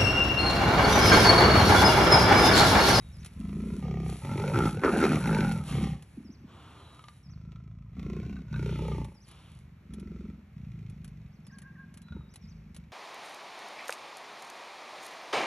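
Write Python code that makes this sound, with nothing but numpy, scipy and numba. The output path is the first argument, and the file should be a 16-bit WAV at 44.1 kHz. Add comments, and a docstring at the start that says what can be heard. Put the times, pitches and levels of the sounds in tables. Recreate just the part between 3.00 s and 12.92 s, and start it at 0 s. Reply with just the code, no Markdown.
"""A low rumble in rustling dry grass, then growls: two leopards squabble, the growl swells to a snarl,
then come hisses and weaker rumbles. Each vocal-fold flap thumps the chest, rings throat and mouth and
lets out rasping air; effort shapes each call. Single knocks and grunts are added one by one.
Noise makes hisses, snapping grass, sharp clicks and bush wash; gliding near-pure tones make the birds.
Scatter surrounds cats and birds; two microphone ports hear the treble out of step."""
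import sys
import numpy as np
from scipy import signal
from scipy.fft import rfft, irfft
from scipy.io import wavfile
from scipy.ndimage import uniform_filter1d
from numba import njit

SR = 44100
rng = np.random.default_rng(int(sys.argv[2]) if len(sys.argv) > 2 else 0)


def pcm_store(signal):
    """Save signal as 16-bit PCM."""
    levels = np.round(np.clip(np.atleast_2d(signal), -1, 1) * 32767)
    wavfile.write(sys.argv[1], SR, levels.astype(np.int16).T)


N = 437472
TIME = np.arange(N) / SR
CLOCK = np.arange(0, N / SR, .002)  # control times, s
SIDES = np.array([[1], [-1]])  # left, right


def from_db(db):
    """Decibels to gain."""
    return 10 ** (np.asarray(db) / 20)


def rms_one(x):
    """Scale to rms 1."""
    return x / np.sqrt(np.mean(x ** 2) + 1e-20)


def curves(rows, at=TIME):
    """Join each table column by straight lines."""
    s, *columns = np.transpose(rows)
    return [np.interp(at, s, c) for c in columns]


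def add(track, s, sound):
    """Mix a sound in at a time."""
    start = int(round(s * SR))
    low, high = max(start, 0), min(start + len(sound), N)
    if high > low:
        track[low:high] += sound[low - start:high - start]


def band(x, low_hz, high_hz, order=2):
    """Butterworth band-pass."""
    sos = signal.butter(order, [low_hz, high_hz], "band", fs=SR, output="sos")
    return signal.sosfilt(sos, x + 1e-18)


def colour(x, spectrum):
    """Minimum-phase filter with the given spectrum, by folding its cepstrum."""
    hz, db = np.transpose(spectrum)
    size = 4096
    grid_hz = np.fft.rfftfreq(size, 1 / SR)
    gain = from_db(np.interp(np.log(grid_hz + 1), np.log(hz), db))
    cepstrum = irfft(np.log(gain))
    cepstrum[1:size // 2] *= 2
    cepstrum[size // 2 + 1:] = 0
    return signal.fftconvolve(x, irfft(np.exp(rfft(cepstrum))))[:N]


def fade(x, decay_s):
    """Give every impulse an exponential tail."""
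    return signal.lfilter([1], [1, -np.exp(-1 / (decay_s * SR))], x + 1e-18)


def even(x):
    """Hold the slow level at 1, keeping the single pulses."""
    size = int(.07 * SR)
    power = uniform_filter1d(uniform_filter1d(x ** 2, size), size)
    return x / np.sqrt(np.abs(power) + 1e-18)


@njit
def resonance(x, hz, width_hz):
    """Two-pole resonance with moving centre and width, gain about 1 on top."""
    y, radius = np.zeros(len(x)), np.exp(-np.pi * width_hz / SR)
    for i in range(2, len(x)):
        r = radius[i]
        drive = (1 - r * r) / 2 * (x[i] - x[i - 2])
        y[i] = drive + 2 * r * np.cos(2 * np.pi * hz[i] / SR) * y[i - 1] - r * r * y[i - 2]
    return y


def progress(s, length):
    """From 0 at the start of a gesture to 1 at its end."""
    return np.clip((CLOCK - s) / length, 0, 1)


def effort(s, length, swell_db, arch_db):
    """Effort in dB: swell is the change end to end, arch the drop from the middle to either end."""
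    along = progress(s, length) - .5
    return swell_db * along - arch_db * (2 * along) ** 2


ATTACK_DB_PER_S, RELEASE_DB_PER_S = 294, 187.5  # at pace 1


def edges(s, length, pace=1):
    """Attack before a gesture and release after it, in dB."""
    attack_db = ATTACK_DB_PER_S * np.maximum(s - CLOCK, 0)
    release_db = RELEASE_DB_PER_S * np.maximum(CLOCK - s - length, 0)
    return -pace * (attack_db + release_db)


def envelopes(rows):
    """One gain curve for each level column of a gesture table."""
    db = [np.add.outer(levels, effort(s, length, swell, arch) + edges(s, length))
          for s, length, swell, arch, *levels in rows]
    return [np.interp(TIME, CLOCK, gain) for gain in from_db(np.max(db, axis=0))]


RASP_SPECTRUM = [(1000, -55), (1900, 3), (2500, 3.5), (3000, -4.5), (4000, -6.5), (5500, -6.5),
                 (12000, -23)]  # rasp colour: hz, gain_db
IDLE_DB = -57  # floor of the chest gain
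GAPE_FLAPS_PER_S = 65  # here the mouth resonances are twice as wide
CLOSING_S = .0085  # flap time to slap of the folds


def leopard():
    """Chest thumps, throat ring, two mouth resonances and rasp, all driven by the same flaps."""
    flaps, rate, ribs_db = flap_times()
    thumps, throat, lower, upper, rasp, chest_hz, throat_hz, lower_hz, upper_hz = airway()
    lower_hz = lower_hz * wander(flaps, octaves=0.092)
    upper_hz = upper_hz * wander(flaps, octaves=0.096)
    # fast flaps come with a gaping mouth, which damps every resonance
    damping = 1 + np.interp(TIME, flaps, rate / GAPE_FLAPS_PER_S) ** 4
    deep_air = airflow(flaps, CLOSING_S, puff_s=0.008, slap_db=29, uneven_db=3.5, hiss_db=-14)
    air = airflow(flaps, CLOSING_S, puff_s=0.005, slap_db=29, uneven_db=4.5, hiss_db=-14)
    torn_air = airflow(flaps, CLOSING_S, puff_s=0.0045, slap_db=14, uneven_db=8.0, hiss_db=-14, soft_s=.0003)

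    swept_hz = throat_hz * throat_sweep(flaps + CLOSING_S)
    throat_ring = even(band(resonance(deep_air, swept_hz, 59.0 * np.sqrt(damping)), 176, 473, order=3))
    lower_air = resonance(air, lower_hz, 55.0 * damping)
    lower_air += 0.35 * resonance(air, 0.67 * lower_hz, 70.0 * damping)
    lower_ring = even(band(lower_air, 490, 1000, order=3))
    upper_ring = even(band(resonance(air, upper_hz, 45.0 * damping), 1040, 2040, order=3))

    # higher mouth resonances move with the upper one; steady noise smooths the top
    steady_air = 0.1 * band(rng.standard_normal(N), 2200, 14000, order=1)
    ringing_air = 0.97 * torn_air + resonance(torn_air, 1.56 * upper_hz, 100.0 * damping)
    ringing_air += resonance(torn_air, 1.83 * upper_hz, 80.0 * damping)
    ringing_air += 0.86 * resonance(torn_air, 2.63 * upper_hz, 250.0 * damping)
    rasping = from_db(2.5) * rasp * even(colour(ringing_air + steady_air, RASP_SPECTRUM))

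    chest_gain = np.maximum(thumps, from_db(IDLE_DB))  # faint rumble between calls
    body = chest_gain * chest(flaps, rate, np.interp(flaps, TIME, chest_hz), ribs_db)
    return body + throat * throat_ring + lower * lower_ring + upper * upper_ring + rasping


# open-mouthed calls, before effort, glide and roughness: start_s, length_s, swell_db, arch_db,
# flaps_per_s, flap_glide_octaves, ribs_re_chest_db, chest_db, throat_db, lower_mouth_db, upper_mouth_db,
# rasp_db, chest_hz, throat_hz, lower_mouth_hz, upper_mouth_hz, jaw_glide_octaves
GROWLS = [(0.403, 0.38, 3, 1.5, 28.5, 0.47, -7, -34.5, -48, -64.5, -64.5, -65.5, 231, 335, 1028, 1332, 0.035),
          (0.843, 0.28, -1, -1.5, 33, -0.1, -6.5, -31.5, -46, -53, -59, -60.5, 180, 316, 733, 1210, 0.032),
          (1.239, 0.32, 7.5, 2.5, 49, 0.25, -11, -31, -37.5, -43.5, -47.5, -51.5, 177, 370, 880, 1343, 0.14),
          (1.549, 0.12, 0, 1.5, 60.7, -0.38, -4, -25.5, -29.5, -37.5, -34.5, -46, 170, 315, 841, 1330, -0.083),
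          (1.736, 0.061, 5, -3.5, 41.7, 0.18, -9, -34.5, -43.5, -55, -54, -60, 187, 328, 790, 1340, 0.092),
          (1.837, 0.058, 0, 0, 87.3, -0.28, 11, -36, -25.5, -36, -30.5, -46, 263, 370, 920, 1319, -0.064),
          (1.928, 0.063, -1.5, 4, 78, 0.032, 5, -34.5, -24.5, -35, -36.5, -46, 225, 326, 734, 1490, 0.025),
          (1.9916, 0.075, 5, 4, 78, -0.06, 9, -35.5, -23, -37, -31, -39.5, 216, 305, 796, 1370, -0.15),
          (2.084, 0.089, 0, 3, 77, -0.17, 1.5, -28, -27.5, -40.5, -38, -44, 204, 280, 684, 1320, -0.23),
          (2.214, 0.41, -13, 10.5, 48.2, -0.65, -6, -26.5, -35.5, -39, -39.5, -47, 191.7, 291, 841.7, 1439, -0.13),
          (2.714, 0.19, -1.5, 2.5, 33.6, -0.14, -7.5, -27.5, -41.5, -49.5, -54.5, -53, 187, 322, 771.2, 1180, -0.17),
          (4.287, 0.66, -4, 3, 26.8, 0.13, -5.5, -44, -69.5, -77, -74, -79, 153.9, 298.1, 1014, 1300, -0.058),
          (4.986, 0.41, -2.5, 4, 30.5, 0.19, -4.5, -36, -45.5, -62, -63.5, -62.5, 209.4, 340.3, 1120, 1420, 0.044),
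          (5.519, 0.247, 4, 3.5, 30.7, 0.056, -7, -30.5, -42.5, -56.5, -54, -57.5, 160.1, 363.1, 930, 1415, -0.14),
          (5.781, 0.24, -2.5, 1.5, 31, -0.22, -3, -31.5, -42, -49, -59, -59, 165.4, 415, 884, 1218, -0.15),
          (6.93, 0.37, 0, 0.5, 22.2, -0.079, -4.5, -41.5, -54, -81, -69, -72, 236.6, 333, 952.3, 1322, -0.028),
          (9.112, 0.096, -1, 6, 23.2, -0.0099, -3, -40, -52.5, -66, -63, -78, 178.8, 342, 920, 1374, -0.19)]
# mouth shut: start_s, length_s, swell_db, arch_db, flaps_per_s, flap_glide_octaves, ribs_re_chest_db,
# chest_db, chest_hz
RUMBLES = [(0.013, 0.21, 7.5, -10, 23.8, -0.35, 0, -48, 153.5),
           (6.441, 0.33, 10, 17, 24.4, -0.14, -4, -49, 160),
           (7.571, 0.36, 2.5, 1.5, 27.7, -0.22, -10.5, -41, 167.2),
           (7.933, 0.34, -2, -0.5, 24.8, -0.39, -5.5, -45, 181.5),
           (8.347, 0.75, -0.5, 2, 22.6, 0.1223, -10.5, -50, 198),
           (9.446, 0.36, -2, -10, 26.1, -0.28, -2.5, -49.5, 196)]
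# shut mouth re chest: throat_db, lower_mouth_db, upper_mouth_db, rasp_db
SHUT_RE_CHEST_DB = (-26, -57, -40, -32)
# shut mouth: throat_hz, lower_mouth_hz, upper_mouth_hz
SHUT_HZ = (298, 980, 1357)


def calls():
    """Growls and rumbles in order; a rumble is a growl muffled by the shut mouth."""
    growls = [tuple(row) for row in GROWLS]
    rumbles = [(*shape, db, *np.add(db, SHUT_RE_CHEST_DB), hz, *SHUT_HZ, 0) for *shape, db, hz in RUMBLES]
    return sorted(growls + rumbles)


# unsteadiness of the folds: time_s, roughness_0_to_1
ROUGHNESS = [(.76, .5), (.83, .25), (1.15, .25), (1.25, .6), (2.35, .7), (4.4, .45), (5.35, .65),
             (5.55, .35), (6.95, .3), (7.6, .5)]


def flap_times(jitter=0.041, lead_s=.02):
    """Time, rate and rib push per flap; folds restart each call, and slow, rough folds keep time worst."""
    rows, flaps = calls(), []
    handovers = [row[0] - lead_s for row in rows] + [N / SR]
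    for (s, length, _, _, rate, glide, ribs_db, *_), begin, end in zip(rows, handovers, handovers[1:]):
        rates = rate * 2 ** (glide * (progress(s, length) - .5))
        turns = np.cumsum(rates) * CLOCK[1]
        turns -= np.interp(s, CLOCK, turns)
        at = np.interp(np.arange(-2, turns[-1]), turns, CLOCK)
        flaps += [(t, np.interp(t, CLOCK, rates), ribs_db) for t in at if max(begin, 0) < t < end]
    at, rate, ribs_db = np.transpose(flaps)
    (rough,) = curves(ROUGHNESS, at)
    shift_s = jitter * rough * rate.min() * rng.standard_normal(len(at)) / rate ** 2
    return at + shift_s, rate, ribs_db


CHEST_FOLLOWS = 0.44  # share of effort reaching the chest
LOWER_GLIDES, JAW_DB_PER_OCTAVE = 0.21, 12  # closing jaw lowers both resonances, favours the lower
THROAT_OCTAVES_PER_DB = 0.3552  # throat rises with effort, sinks as a call dies
PACE_ONE_FLAPS_PER_S = 36  # faster, tauter folds start and die quicker


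def airway():
    """Gains of chest, throat, mouth pair and rasp, then four pitches; each call hands over to the next."""
    levels, pitches, weights = [], [], []
    for (s, length, swell, arch, rate, _, _, chest_db, throat_db, lower_db, upper_db, rasp_db,
         chest_hz, throat_hz, lower_hz, upper_hz, glide) in calls():
        push, edge = effort(s, length, swell, arch), edges(s, length, rate / PACE_ONE_FLAPS_PER_S)
        jaw = glide * (progress(s, length) - .5)
        shift = JAW_DB_PER_OCTAVE * jaw
        levels.append(edge + [chest_db + CHEST_FOLLOWS * push, throat_db + push, lower_db + push - shift,
                              upper_db + push + shift, rasp_db + push])
        lift = THROAT_OCTAVES_PER_DB * np.maximum(push + edge, -20)
        pitches.append(np.broadcast_arrays(chest_hz, throat_hz * 2 ** lift,
                                           lower_hz * 2 ** (LOWER_GLIDES * jaw), upper_hz * 2 ** jaw))
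        weights.append([from_db(edge + chest_db) ** 2])
    hz = np.sum(np.multiply(pitches, weights), axis=0) / np.sum(weights, axis=0)
    gains = from_db(np.max(levels, axis=0))
    return [np.interp(TIME, CLOCK, control) for control in (*gains, *hz)]


def chest(flaps, rate, pitch, ribs_db, lead_s=0.00915, rise_s=0.0036, sag=0.69, sag_s=0.0094, rest=0.59,
          deep_hz=62, deep_spread=0.2, deep_s=0.008, uneven_db=3.5, rebound_s=0.01754, rebound_db=-10):
    """Each flap is a thump of a few cycles sagging in pitch; slow flaps also push the ribs, deeper."""
    out, t = np.zeros(N), TIME[:SR // 12]
    # rough flaps differ in strength, pitch and length
    chances = rng.standard_normal((len(flaps), 6)) * curves(ROUGHNESS, flaps)[0][:, None]
    slackness = np.minimum(32 / rate, 1) ** 2
    for s, hz, deep_db, slack, chance in zip(flaps, pitch, ribs_db, slackness, chances):
        size, detune, length, bounce, late, depth = chance
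        swing = np.sin(2 * np.pi * deep_hz * (1 + deep_spread * depth) * t)
        ribs = from_db(deep_db) * t / deep_s * np.exp(1 - t / deep_s) * swing
        age = t / (rise_s * from_db(4.0 * length))
        glide_hz = hz * (1 + 0.14 * detune) * (rest + sag * np.exp(-t / sag_s))
        thump = (age / 2) ** 2 * np.exp(2 - age) * np.sin(2 * np.pi * np.cumsum(glide_hz) / SR)
        add(out, s - lead_s, from_db(uneven_db * size) * (thump - slack * ribs))
        # slack folds rebound with a weaker, ill-timed second thump
        rebound = slack * from_db(rebound_db + 2 * uneven_db * bounce) * thump
        add(out, s - lead_s + rebound_s * from_db(2 * late), rebound)
    return even(band(out, 52.8, 242, order=3))


def airflow(flaps, delay_s, puff_s, slap_db, uneven_db, hiss_db, rebound_db=-11, soft_s=0.00045):
    """Folds slap shut, rebound about half a cycle later, each with a puff; roughness adds air and scatter."""
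    slaps, (rough,) = np.zeros(N), curves(ROUGHNESS)
    rebounds = flaps[:-1] + np.diff(flaps) * rng.uniform(0.3446, .65, len(flaps) - 1)
    for times, db in ((rebounds, rebound_db), (flaps, 0)):
        at = np.clip((times + delay_s) * SR, 0, N - 1).astype(int)
        chance = np.clip(rng.standard_normal(len(times)), -2, 1)
        slaps[at] = from_db(db + uneven_db * np.sqrt(rough[at]) * chance)
    soft = fade(slaps, soft_s) / (soft_s * SR)
    turbulence = rough * (fade(soft, puff_s) + from_db(hiss_db)) * rng.standard_normal(N)
    return turbulence + from_db(slap_db) * soft


SWEEP_SHARE, SWEEP_S = 0.54, 0.0025  # initial rise above rest, decay time


def throat_sweep(closures):
    """Pitch factor: the throat resonance starts high at every flap and drops as the folds seal."""
    latest = np.maximum(np.searchsorted(closures, TIME) - 1, 0)
    age_s = np.abs(TIME - closures[latest])
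    return 1 + SWEEP_SHARE * np.exp(-age_s / SWEEP_S)


def wander(flaps, octaves, count=3):
    """Pitch factor drifting over a few flaps: tongue and lips never hold still."""
    turns = flaps[::count]
    drift = octaves * curves(ROUGHNESS, turns)[0] * rng.standard_normal(len(turns))
    return 2 ** np.interp(TIME, turns, drift)


# lone grunts: start_s, peak_db
GRUNTS = [(3.169, -34.5), (3.196, -41), (3.244, -41), (3.289, -37.5), (3.406, -52), (3.436, -41)]


def grunts(length_s=.028, start_hz=440, end_hz=130):
    """Lone flaps of the folds: dull blips that fall in pitch."""
    out, hz = np.zeros(N), np.geomspace(start_hz, end_hz, int(length_s * SR))
    blip = np.hanning(len(hz)) * np.sin(2 * np.pi * np.cumsum(hz) / SR)
    for s, db in GRUNTS:
        add(out, s, from_db(db) * blip)
    return out


# single throat knocks: start_s, ring_db, ring_hz, crack_peak_db
KNOCKS = [(3.993, -48, 1272, -47), (4.04, -48, 1204, -44.5), (4.084, -48, 1197, -39),
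          (4.519, -60, 1295, -51.5), (4.559, -55.5, 1327, -54), (4.995, -53, 1130, -45),
          (5.366, -49, 1522, -56), (5.542, -38, 1478, -56), (5.56, -43, 1547, -58), (5.92, -43, 1198, -49),
          (9.084, -53.5, 1390, -54), (9.123, -52, 1430, -55)]
# mouth modes in a knock: ratio_to_ring_hz, level_re_ring_db, decay_s
KNOCK_MODES = [(.81, -11, 0.0092), (0.998, 2, 0.0087), (1.75, -9.5, .007), (2.5, -7.5, .004)]


def knocks(crack_s=0.0037):
    """The folds snap shut once: a short crack, and the mouth rings on."""
    out, t = np.zeros(N), TIME[:SR // 12]
    for s, ring_db, hz, crack_db in KNOCKS:
        ring = sum(from_db(db) * np.exp(-t / decay_s) * np.sin(2 * np.pi * ratio * hz * t)
                   for ratio, db, decay_s in KNOCK_MODES)
        crack = band(rng.standard_normal(len(t)) * np.exp(-t / crack_s), 770, 4100)
        add(out, s, from_db(ring_db) * ring + from_db(crack_db) * crack / np.abs(crack).max())
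    return out


# hisses: start_s, length_s, swell_db, arch_db, mouth_db, teeth_db
HISSES = [(2.7, 0.18, -7.5, 0, -50.5, -53.5), (3.5, 0.49, -3, 4, -56.5, -65), (5.68, 0.28, -6, 2, -68, -58),
          (6.31, 0.26, -8, 1, -66, -66)]
# hiss colour: hz, gain_db
MOUTH_AIR = [(150, -28), (250, 1.5), (539, -8), (1230, -3), (2050, -19.5), (3500, -15.5), (5030, -35),
             (8000, -24.5), (10400, -62)]


def hisses(teeth_hz=3100, width_hz=1100):
    """Air forced through the open mouth and past the teeth: two coloured noises."""
    mouth, teeth = envelopes(HISSES)
    jet = resonance(rng.standard_normal(N), teeth_hz * np.ones(N), width_hz * np.ones(N))
    breath = rms_one(colour(rng.standard_normal(N), MOUTH_AIR))
    return mouth * breath + teeth * rms_one(band(jet, 900, 4800))


# cats moving through grass: start_s, length_s, swell_db, arch_db, level_db
MOVES = [(0, 0.78, 6, -4, -66), (1.08, 0.61, 6, -6.5, -55), (1.85, 0.72, -4, 3, -48.5),
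         (2.68, 0.23, -11.5, -2, -54), (2.95, 0.32, 1, 10, -69), (3.55, 0.63, 5, 1, -69),
         (5.58, 0.61, -7, 9, -64.5), (6.27, 0.31, -4, -2, -70)]
# grass and click colour: hz, gain_db
GRASS_SPECTRUM = [(1500, 2.5), (3500, 4.5), (5700, -0.5), (8500, 3.5), (10300, 9), (11400, -2.5),
                  (13500, -23.5)]


def grass(snaps_per_s=1200, spread_db=6.5, swish=1.0):
    """Dry stalks swish and snap: steady noise plus random impulses of uneven strength."""
    snaps = (rng.random(N) < snaps_per_s / SR) * from_db(spread_db * np.minimum(rng.exponential(1, N), 4))
    rustle = colour((snaps + swish) * rng.standard_normal(N), GRASS_SPECTRUM)
    return envelopes(MOVES)[0] * rms_one(rustle)


# sharp clicks: start_s, level_db (before gain and colour)
CLICKS = [(0.247, -45.5), (0.26, -44.5), (2.002, -40), (2.026, -43), (2.5201, -41.5), (3.024, -52.5),
          (6.0455, -51.5), (6.2855, -54), (6.313, -54.5), (6.9365, -50), (6.997, -54), (7.898, -59),
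          (8.0448, -50), (8.078, -58), (8.467, -54), (8.585, -50.5), (8.6187, -54.5), (8.941, -55.5),
          (8.9734, -52), (9.018, -56.5), (9.339, -53), (9.358, -48.5), (9.746, -52), (9.7642, -48.5)]


def clicks(decay_s=0.007, gain_db=1):
    """Short bright cracks: decaying noise bursts."""
    hits = np.zeros(N)
    for s, db in CLICKS:
        add(hits, s, from_db([db + gain_db]))
    return colour(fade(hits, decay_s) * rng.standard_normal(N), GRASS_SPECTRUM)


def bird(note, sung, partials=((1, 0),), waver=0.0092, flutter=0.0098):
    """A near-pure gliding note, pitched a little differently each time; partials are (ratio, level_db)."""
    out, t = np.zeros(N), TIME[:int(note[-1][0] * SR)]
    hz, db = curves(note, t)
    for (s, call_db), detune in zip(sung, rng.standard_normal(len(sung))):
        shake = rms_one(fade(rng.standard_normal(len(t)), 0.0031))
        phase = 2 * np.pi * np.cumsum(hz * (1 + waver * detune + flutter * shake)) / SR
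        tone = sum(from_db(part_db) * np.sin(ratio * phase) for ratio, part_db in partials)
        add(out, s, from_db(db + call_db) * signal.windows.tukey(len(t), .1) * tone)
    return out


# bird notes: time_in_note_s, pitch_hz, level_db
SLUR = [(0, 5690, -4), (.045, 4800, 1)]
CHIP = [(0, 4600, -1.5), (.028, 6300, -0.5), (.06, 4030, -1.5)]
WHISTLE = [(0, 4080, 5.4), (.1, 3930, 14), (.29, 3770, 5)]
YELP = [(0, 2014, -6), (.022, 1531, -8), (.05, 1651, 2.5), (.1, 1589, -10.5)]
# when sung: start_s, level_db
SLURS = [(0.124, -62), (3.244, -63), (4.23, -64), (6.144, -63.5), (8.447, -66.5), (9.413, -64)]
LONE_CHIPS = [(8.317, -74), (9.29, -68)]
WHISTLES = [(-0.16, -74), (3.77, -76.5), (9.011, -79)]
YELPS = [(8.495, -54.5), (8.617, -52.5), (8.753, -51)]
CHIP_AFTER_S = .057  # slur start to chip start


def bird_calls():
    """Slurs each followed by a chip, lone chips, whistles and two-partial yelps."""
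    chips = [(s + CHIP_AFTER_S, db) for s, db in SLURS] + LONE_CHIPS
    yelps = bird(YELP, YELPS, [(1, 0), (2 / 3, -12)])
    return bird(SLUR, SLURS) + bird(CHIP, chips) + bird(WHISTLE, WHISTLES) + yelps


# bush colour: hz, gain_db
BUSH_SPECTRUM = [(25, -9.5), (80, 23.5), (500, -5), (1800, -9), (2300, -8), (3200, -17.5), (8000, -28),
                 (13500, -29)]
# bush wash: time_s, level_db
BUSH_LEVEL = [(0, -53), (3.4, -55), (4.2, -58), (4.75, -68), (5.0, -57), (6.2, -57.5), (6.9, -56.5)]


def bush():
    """Soft coloured-noise wash, with a second noise opposed left to right for width."""
    wash, spread = (rms_one(colour(rng.standard_normal(N), BUSH_SPECTRUM)) for _ in range(2))
    return from_db(curves(BUSH_LEVEL)[0]) * (wash + 0.54 * band(spread, 330, 7200) * SIDES)


def thicket(x, t60_s, wet_db):
    """Diffuse scatter from trunks and bushes: a decaying noise tail, different on each side."""
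    t = TIME[:SR]
    tail = rng.standard_normal((2, SR)) * from_db(-60 * t / t60_s) * (1 - np.exp(-t / 0.0023))
    tail = tail / np.sqrt(np.sum(tail[0] ** 2))
    stereo_tail = tail[0] + 0.09 * band(tail[1], 1300, 6300) * SIDES
    return from_db(wet_db) * signal.fftconvolve(x[None], stereo_tail, axes=1)[:, :N]


def scene():
    """The cats in front, birds further off, the wash of the bush all round."""
    cats = leopard() + grunts() + knocks() + hisses() + grass()
    birds = bird_calls()
    # 624-820 Hz is a little stronger on the right
    direct = cats - 0.26 * band(cats, 624, 820, order=1) * SIDES
    cat_scatter = thicket(band(cats, 140, 13000, order=1), t60_s=0.4, wet_db=-11)
    return direct + clicks() + birds + bush() + cat_scatter + thicket(birds, t60_s=1.0, wet_db=-7.5)


# phase between microphone ports: hz, phase_rad
PORTS = [(0, 0), (1900, .1), (2500, .55), (4300, 1.3), (4900, 2.6), (5700, .3), (7000, 1.5), (8200, 1.9),
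         (8650, 3), (9400, 3), (9700, 1.3), (11100, 1.5), (11600, .4)]
CUTOFF_HZ = 13700


def record(dry):
    """The two ports hear the treble out of step, half the phase each way; the top is cut."""
    phase, = curves(PORTS, np.fft.rfftfreq(N, 1 / SR))
    ported = irfft(rfft(dry) * np.exp(.5j * phase * SIDES), N)
    return signal.sosfilt(signal.ellip(10, .1, 70, CUTOFF_HZ, fs=SR, output="sos"), ported)


dry = scene()
out = record(dry)
pcm_store(out)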